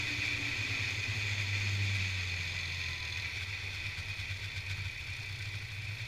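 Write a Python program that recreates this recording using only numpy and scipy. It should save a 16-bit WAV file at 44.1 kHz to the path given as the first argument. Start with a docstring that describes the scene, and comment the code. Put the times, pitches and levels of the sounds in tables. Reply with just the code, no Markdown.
"""A snowy trail, heard from the rider's helmet: a two-stroke twin snowmobile coasts to a stop.
The exhaust sums crank harmonics on the overrun and ringing bursts for the chugs, loping at idle.
Random blows and engine strokes ring the resonances of casing, clutch and panels.
The track hum is a sine that falls as the sled slows; filtered noise gives rumble, filtered blows
give snow crunch and hiss. Snow swallows all outdoor echo."""
import sys
import numpy as np
from scipy import signal
from scipy.fft import rfft, irfft
from scipy.io import wavfile

SR = 44100
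rng = np.random.default_rng(int(sys.argv[2]) if len(sys.argv) > 2 else 0)


def pcm_store(signal):
    """Save signal as 16-bit PCM."""
    levels = np.round(np.clip(np.atleast_2d(signal), -1, 1) * 32767)
    wavfile.write(sys.argv[1], SR, levels.astype(np.int16).T)


N = 267687
T, HZ = np.arange(N) / SR, np.fft.rfftfreq(N, 1 / SR)

# Engine speed, two firings per crank turn. Each row: time in seconds, firing rate in Hz.
FIRING_HZ = [(0, 115), (.5, 113.3), (1.3, 101), (1.9, 98.6), (2.3, 90), (2.6, 89), (3.3, 80), (4.8, 64.3),
             (6.07, 59)]
# Overrun note: the track drives the engine. Each row: time in seconds, level in dB.
NOTE_DB = [(0, -49.5), (1.38, -48), (1.5, -37), (1.85, -33), (2.35, -42), (3.03, -45.5), (3.15, -52),
           (6.07, -61.5)]
# Second harmonic sinking into the muffler resonance. Each row: time in seconds, dB re fundamental.
SECOND_HARMONIC_DB = [(2.8, -29), (4, -8), (5, 1.5), (6, 10)]
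# Bouts of hard firing. Each row: middle in seconds, exhaust level in dB before trim,
# length in seconds, panel shake in dB before trim.
CHUGS = [(.045, -36, 0.015, -50), (0.192, -36, 0.012, -58), (0.27, -37.5, .022, -46),
         (0.342, -41, .025, -60), (0.423, -42, 0.024, -54), (.52, -39, .015, -62),
         (0.599, -32.5, 0.038, -56), (0.713, -32, 0.028, -62), (.81, -33, .033, -66),
         (0.87, -36, .028, -60), (.926, -35, .025, -52), (0.99, -32, 0.032, -60), (1.105, -29, 0.03, -57),
         (1.179, -33.5, 0.026, -51), (1.251, -33, 0.064, -62), (1.327, -32, 0.04, -52),
         (1.413, -31, 0.057, -51), (1.86, -44, 0.028, -48), (1.97, -35, .025, -44),
         (3.129, -35, 0.015, -66), (3.192, -36, 0.026, -50), (3.267, -38, 0.025, -62),
         (3.375, -38, 0.036, -49), (3.437, -39, 0.036, -46.5), (3.504, -36, 0.058, -51),
         (3.657, -38, 0.097, -53), (3.758, -39, 0.041, -48), (3.871, -36, .05, -49),
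         (3.999, -33.5, 0.034, -45.5), (4.109, -34.5, 0.048, -49.5), (4.21, -34, .036, -47),
         (4.323, -32.5, 0.035, -48.5), (4.46, -33, 0.038, -47), (4.583, -34.5, 0.044, -46),
         (4.723, -32.5, 0.065, -46), (4.801, -32.5, 0.047, -62), (4.867, -32.5, .021, -53),
         (4.968, -42, 0.013, -62), (5.101, -35.5, .028, -54.5), (5.208, -36, 0.028, -64),
         (5.32, -36, 0.067, -56), (5.42, -34, 0.034, -53), (5.475, -34, 0.036, -52),
         (5.556, -34.5, 0.038, -53), (5.637, -33.5, 0.028, -58), (5.732, -35, 0.024, -68),
         (5.786, -35.5, 0.032, -62), (5.837, -37, .035, -68), (5.915, -35, 0.068, -64),
         (6.023, -35, .032, -54)]
# Muffler ring, sinking with engine speed and lifting at idle. Each row: time in seconds, ring in Hz.
MUFFLER_HZ = [(.3, 104), (1.4, 103), (4.35, 95.4), (5.3, 97.56), (5.8, 102.5)]
# Track lugs over the drive wheel. Each row: time in seconds, lug rate in Hz, level in dB.
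TRACK_LUGS = [(0, 300, -52), (.72, 274, -55), (1.38, 228, -69), (1.85, 196, -54.5), (2.3, 170, -61.5),
              (2.9, 128, -54), (3.4, 90, -54), (6.07, 30, -100)]
# Rocking with the crank. Each row: time in seconds, level in dB.
ROCKING_DB = [(3, -65), (4.75, -57), (5.2, -63)]

# Resonances. Each row: centre in Hz, width in Hz, relative level in dB.
CASING_MODES = [(1002, 67, -22), (1354, 39, -16), (1519, 69, -16), (1628, 74, -15), (1807, 56, -13),
                (1875, 41, -11), (1981, 105, -3.5), (2163, 77, -4.5), (2348, 126, 0.5), (2459, 131, 0),
                (2555, 65, -4), (2695, 31, -5.5), (2993, 110, -15), (3196, 97, -11.5), (3490, 130, -7),
                (3690, 150, -13), (3814, 120, -13), (3950, 120, -25), (4255, 140, -12), (4415, 290, -13.5),
                (4930, 440, -21), (5430, 230, -20), (5833, 97, -19.5), (7300, 150, -29.5)]
CLUTCH_MODES = [(2410, 500, 4), (3480, 250, 5.5), (4350, 235, 1.5), (4926, 230, 0.5), (6000, 250, -13),
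                (6446, 310, 0), (6960, 290, -8.5), (7290, 320, -8.5)]
SHEAVE_MODES = [(1940, 126, 3.5), (2420, 320, -9), (3515, 180, 3.5), (4150, 420, 2.5), (4900, 230, -1.5),
                (6395, 200, -3.5)]
BLOCK_MODES = [(1513, 87, 0)]

# Broad colours, scaled later. Each row: frequency in Hz, relative density in dB per Hz.
CASING_WASH = [(100, -66), (500, -32), (1200, -24.5), (1750, -21), (2900, -26.5), (4000, -21.5),
               (5700, -26), (6900, -33), (8000, -40), (9300, -36), (10000, -45.5), (11400, -45.5),
               (15200, -52)]
CLUTCH_WASH = [(100, -57), (1000, -15.5), (3000, -2), (5000, -28), (7400, -41), (7800, -17), (9200, -28),
               (10000, -31), (13000, -30.5), (15200, -39)]
KNOCK_WASH = [(100, -45), (1000, -21), (3000, -14), (5000, -20), (7400, -26), (15200, -42)]
BLOCK_WASH = [(100, -34), (900, -19.5), (2000, -6.5), (8000, -47)]
PANEL_BUZZ_WASH = [(200, -36), (1200, -17), (1550, 4), (1750, -8), (2400, 12.5), (2850, -7.5), (3450, 8),
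                   (4000, -2), (4350, 2), (5600, -8), (8000, -16), (13000, -25.5), (15200, -26)]
TICK_WASH = [(1000, -30), (2000, -14), (4500, 7), (6800, -8.5), (7400, -4), (8100, -15), (9000, -6),
             (9550, -7), (10000, -17), (15000, -32)]
CHASSIS_WASH = [(3, -9), (11, 15), (22, 9), (36, 7), (50, -1.5), (90, 17), (135, 10), (190, -1.5),
                (380, -1), (600, -5.5), (1000, -3.5), (2000, -19), (8000, -61)]
CRUNCH_WASH = [(80, -32), (220, 3), (400, 0.5), (700, -9.5), (2000, -30.5)]
HISS_WASH = [(3000, -4), (7000, -0.5), (8000, -2), (9300, 1.5), (9900, -2), (10500, 3), (11400, -7),
             (12200, 3), (13000, -2), (13800, -1), (15200, -6)]

IDLE_FROM_S, IDLE_FULL_S = 3.4, 4.0  # engine settles into its lope
CRUISE_HZ = 100  # firing rate at the reference levels
UPPER_MODE_RATIO, UPPER_MODE_DB = 1.6, -18.5  # second muffler mode, woken at idle
PUFF_HZ, PUFFS_PER_S, PUFF_DB, PUFF_S = 88, 7, -43.5, 0.017  # weak firings between bouts
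CLUNK_LEAD_S, CLUNK_S, CLUNK_DB = 0.015, 0.019, -19.5  # dB re chug table level
CASING_DB, CASING_DB_PER_OCTAVE = -38, 9  # level at cruise, growth with speed
RELEASE_FROM_S, RELEASE_END_S = 2.2, 3.2  # clutch lets go of the belt
GRIPPING_DB, FREE_DB, FREE_DB_PER_OCTAVE = -46.5, -54, 5.5  # jingle with and without belt
DRAG_S, DRAG_LENGTH_S, DRAG_DB = 1.57, 0.6, 1.5  # extra jingle while the track drags the engine
KNOCK_DB, KNOCK_PEAK_S, KNOCK_RISE_S, KNOCK_STOP_S = -47, 2.54, 0.53, 0.07  # belt slack
KNOCK_REST_DB, KNOCK_DB_PER_OCTAVE = -61.5, 3
SHAKE_LEAD_S, SHAKE_S = 0.0097, 0.027  # panels shake just before the exhaust answers
TICK_S, TICK_LENGTH_S, TICK_DB = 5.34, 0.68, -60.5  # tick comes forward as the idle steadies
TICK_REST_DB, TICK_IDLE_RISE_DB = -66.5, 4.5
WHINE_S, WHINE_LENGTH_S, WHINE_DB = 2.97, 0.32, -62  # shaft sings as the load comes off
RUMBLE_DB, RUMBLE_DB_PER_OCTAVE = -49, 6.5  # level at cruise, growth with speed
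CRUNCH_DB, STOP_FROM_S, CRUNCH_FADE_DB_PER_S = -57, 1.53, 13
EDGE_HZ = 15250


def amp(db):
    """Decibels to gain."""
    return 10 ** (np.asarray(db) / 20)


def unit(x):
    """Scales to rms one."""
    return x / np.sqrt(np.mean(x ** 2) + 1e-20)


def curve(rows):
    """Table columns joined by straight lines in time."""
    s, *columns = np.transpose(rows)
    return [np.interp(T, s, c) for c in columns]


def ramp(from_s, to_s):
    """Goes from 0 to 1 between two moments."""
    return np.clip((T - from_s) / (to_s - from_s), 0, 1)


def swell(middle_s, length_s):
    """Smooth bump, about length_s wide."""
    return np.exp(-2 * np.minimum(((T - middle_s) / length_s) ** 2, 20))


def wander(hz):
    """Random drift of rms one, up to about the given rate."""
    return unit(irfft(rfft(rng.standard_normal(N)) * np.exp(-(HZ / hz) ** 2), N))


def impacts(per_s, spread_db):
    """Random hail of blows of uneven size."""
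    size = amp(spread_db * np.minimum(rng.exponential(1, N), 2))
    signed = size * rng.choice([-1, 1], N)
    return unit(signed * (rng.random(N) < per_s / SR))


def strokes(cycles, decay_cycles, uneven_db):
    """One decaying noise burst per cycle, of uneven strength."""
    size = amp(uneven_db * rng.uniform(-1, 1, 2000))
    envelope = np.exp(-(cycles % 1) / decay_cycles)
    return unit(size[cycles.astype(int)] * envelope * rng.standard_normal(N))


def body(x, wash, modes=()):
    """Minimum-phase ringing: resonances on top of a broad colour, output at rms one."""
    wash_hz, wash_db = np.transpose(wash)
    power = amp(np.interp(np.log(HZ + 1), np.log(wash_hz), wash_db)) ** 2
    for hz, width_hz, db in modes:
        power = power + amp(db) ** 2 / (1 + ((HZ - hz) / width_hz) ** 2) ** 3
    # folding the cepstrum makes the response causal
    cepstrum = irfft(np.log(power) / 2, N)
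    cepstrum[1:N // 2] *= 2
    cepstrum[N // 2:] = 0
    return unit(irfft(rfft(x) * np.exp(rfft(cepstrum)), N))


def exhaust(firings):
    """Crank harmonics while the track drives the engine; muffler rings in bursts when it fires by fits."""
    level_db, = curve(NOTE_DB)
    ring_hz, = curve(MUFFLER_HZ)
    second_db, = curve(SECOND_HARMONIC_DB)
    angle = 2 * np.pi * firings
    note = np.sin(angle) + amp(second_db) * np.sin(2 * angle)
    note += amp(-28) * np.sin(3 * angle) + amp(-37) * np.sin(4 * angle)
    out = amp(level_db + 0.45 * wander(22)) * np.sqrt(2) * note
    upper = amp(UPPER_MODE_DB) * ramp(IDLE_FROM_S, IDLE_FULL_S)
    for s, db, length_s, _ in CHUGS:
        at = abs(T - s) < 2 * length_s
        # ring is in step with the firing at the middle of the burst
        ring = 2 * np.pi * (ring_hz[at] * (T[at] - s) + np.interp(s, T, firings))
        modes = np.cos(ring) + upper[at] * np.cos(UPPER_MODE_RATIO * ring)
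        out[at] += amp(db - 2.2) * swell(s, length_s)[at] * modes
    return out


def puffs():
    """Weak stray firings ring the muffler at random moments at idle."""
    t = T[:4000] - T[2000]
    puff = np.exp(-2 * (t / PUFF_S) ** 2) * np.cos(2 * np.pi * PUFF_HZ * t)
    fired = (rng.random(N) < PUFFS_PER_S / SR) * ramp(IDLE_FROM_S, IDLE_FULL_S)
    return amp(PUFF_DB) * signal.oaconvolve(fired, puff, "same")


def block():
    """Each hard firing at idle clunks the cylinder block: a noise burst through its resonance."""
    clunks = sum(amp(db + CLUNK_DB) * swell(s - CLUNK_LEAD_S, CLUNK_S) for s, db, _, _ in CHUGS)
    force = ramp(IDLE_FROM_S, IDLE_FULL_S) * clunks
    return force * body(rng.standard_normal(N), BLOCK_WASH, BLOCK_MODES)


def hood(x, ring_s, share):
    """Engine bay adds a short dense ring, a fine metallic grain."""
    t = T[:4000]
    tail = rng.standard_normal(len(t)) * np.exp(-t / ring_s) * (t > 0.004)
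    return unit(x + share * signal.oaconvolve(x, tail / np.linalg.norm(tail))[:N])


def casing(firings, octaves):
    """Piston slap and bearing and roller blows ring the crankcase, louder with speed."""
    bearings = impacts(per_s=7000, spread_db=2)
    slap = strokes(firings, decay_cycles=0.3, uneven_db=3)
    rattle = body(bearings + 0.45 * slap, CASING_WASH, CASING_MODES)
    level_db = CASING_DB + CASING_DB_PER_OCTAVE * octaves
    return amp(level_db + 0.84 * wander(18)) * hood(rattle, ring_s=0.01, share=0.31)


def clutch(firings, octaves):
    """Spinning clutch jingles, and its sheaves knock once a turn, loudest while the belt is slack."""
    hail = impacts(per_s=4000, spread_db=-1)
    beats = strokes(firings, decay_cycles=0.7, uneven_db=8.5)
    jingle = body(hail + 0.5 * beats, CLUTCH_WASH, CLUTCH_MODES)
    free = ramp(RELEASE_FROM_S, RELEASE_END_S)
    gripping_db = GRIPPING_DB + DRAG_DB * swell(DRAG_S, DRAG_LENGTH_S)
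    free_db = FREE_DB + FREE_DB_PER_OCTAVE * octaves
    jingle_db = (1 - free) * gripping_db + free * free_db

    turns = firings / 2
    knocks = body(strokes(turns, decay_cycles=0.3, uneven_db=2), KNOCK_WASH, SHEAVE_MODES)
    rise = np.maximum(KNOCK_PEAK_S - T, 0) / KNOCK_RISE_S
    stop = np.maximum(T - RELEASE_END_S, 0) / KNOCK_STOP_S
    slack = np.exp(-rise - stop)
    knocking = np.hypot(amp(KNOCK_DB) * slack, amp(KNOCK_REST_DB + KNOCK_DB_PER_OCTAVE * octaves))
    return amp(jingle_db + 1.2 * wander(22)) * hood(jingle, ring_s=0.018, share=0.35) + knocking * knocks


def panels(firings):
    """Loose panels buzz when a chug shakes the engine."""
    shake = sum(amp(db) * swell(s - SHAKE_LEAD_S, SHAKE_S) for s, _, _, db in CHUGS)
    hail = impacts(per_s=3000, spread_db=2.5)
    beats = strokes(firings, decay_cycles=0.25, uneven_db=-1)
    return amp(4.5) * shake * body(hail + 0.42 * beats, PANEL_BUZZ_WASH)


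def ticking(firings):
    """Light tick: noise pulsed once a turn, stronger at idle."""
    pulse = (0.5 + 0.5 * np.cos(np.pi * firings)) ** 3
    tick = body(pulse * rng.standard_normal(N), TICK_WASH)
    rest_db = TICK_REST_DB + TICK_IDLE_RISE_DB * ramp(IDLE_FROM_S, IDLE_FULL_S)
    level = np.hypot(amp(TICK_DB) * swell(TICK_S, TICK_LENGTH_S), amp(rest_db))
    return level * amp(1.5 * wander(21)) * tick


def track_lugs():
    """Lugs over the drive wheel hum at a falling, slightly unsteady rate."""
    lug_hz, lug_db = curve(TRACK_LUGS)
    lugs = np.cumsum(lug_hz * (1 + 0.0094 * wander(24.7))) / SR
    return amp(lug_db + 3.4 * wander(19)) * unit(np.sin(2 * np.pi * lugs))


def shaft_whine(firings):
    """Shaft sings faintly at 12 times the firing rate."""
    singing = 1 / (1 + ((T - WHINE_S) / WHINE_LENGTH_S) ** 4)
    tone = unit(np.sin(np.pi * 24 * firings + 0.4 * wander(40)))
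    return amp(WHINE_DB + wander(30)) * singing * tone


def chassis(firings, octaves):
    """Chassis rumbles as filtered noise, louder with speed, and rocks as a sine once a turn."""
    rumble_db = RUMBLE_DB + RUMBLE_DB_PER_OCTAVE * octaves + 0.91 * wander(9)
    rumble = amp(rumble_db) * body(rng.standard_normal(N), CHASSIS_WASH)
    rocking_db, = curve(ROCKING_DB)
    return rumble + amp(rocking_db) * unit(np.sin(np.pi * firings))


def snow_crunch():
    """Packed snow crunches dully under the track, dying away as the sled stops."""
    crunch = body(impacts(per_s=900, spread_db=6.5), CRUNCH_WASH)
    level_db = CRUNCH_DB - CRUNCH_FADE_DB_PER_S * np.maximum(T - STOP_FROM_S, 0)
    return amp(level_db) * crunch


def mechanical_hiss():
    """Dense small blows make a fine high spray."""
    return amp(-68 + 1.2 * wander(25)) * body(impacts(per_s=5500, spread_db=4), HISS_WASH)


def scene():
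    """One crankshaft phase drives the engine parts; track, snow and hiss run beside it."""
    firing_hz, = curve(FIRING_HZ)
    firings = np.cumsum(firing_hz * (1 + 0.003 * wander(15))) / SR
    octaves = np.log2(firing_hz / CRUISE_HZ)
    engine = exhaust(firings) + puffs() + block() + casing(firings, octaves) + clutch(firings, octaves)
    loose_parts = panels(firings) + ticking(firings)
    running_gear = track_lugs() + shaft_whine(firings) + chassis(firings, octaves) + snow_crunch()
    return (engine + loose_parts + running_gear + mechanical_hiss())[None]


def record(dry):
    """Steep linear-phase low-pass at EDGE_HZ."""
    lowpass = signal.firwin(801, EDGE_HZ, window=("kaiser", 9), fs=SR)
    return signal.oaconvolve(dry, lowpass[None], "same")


dry = scene()
out = record(dry)
pcm_store(out)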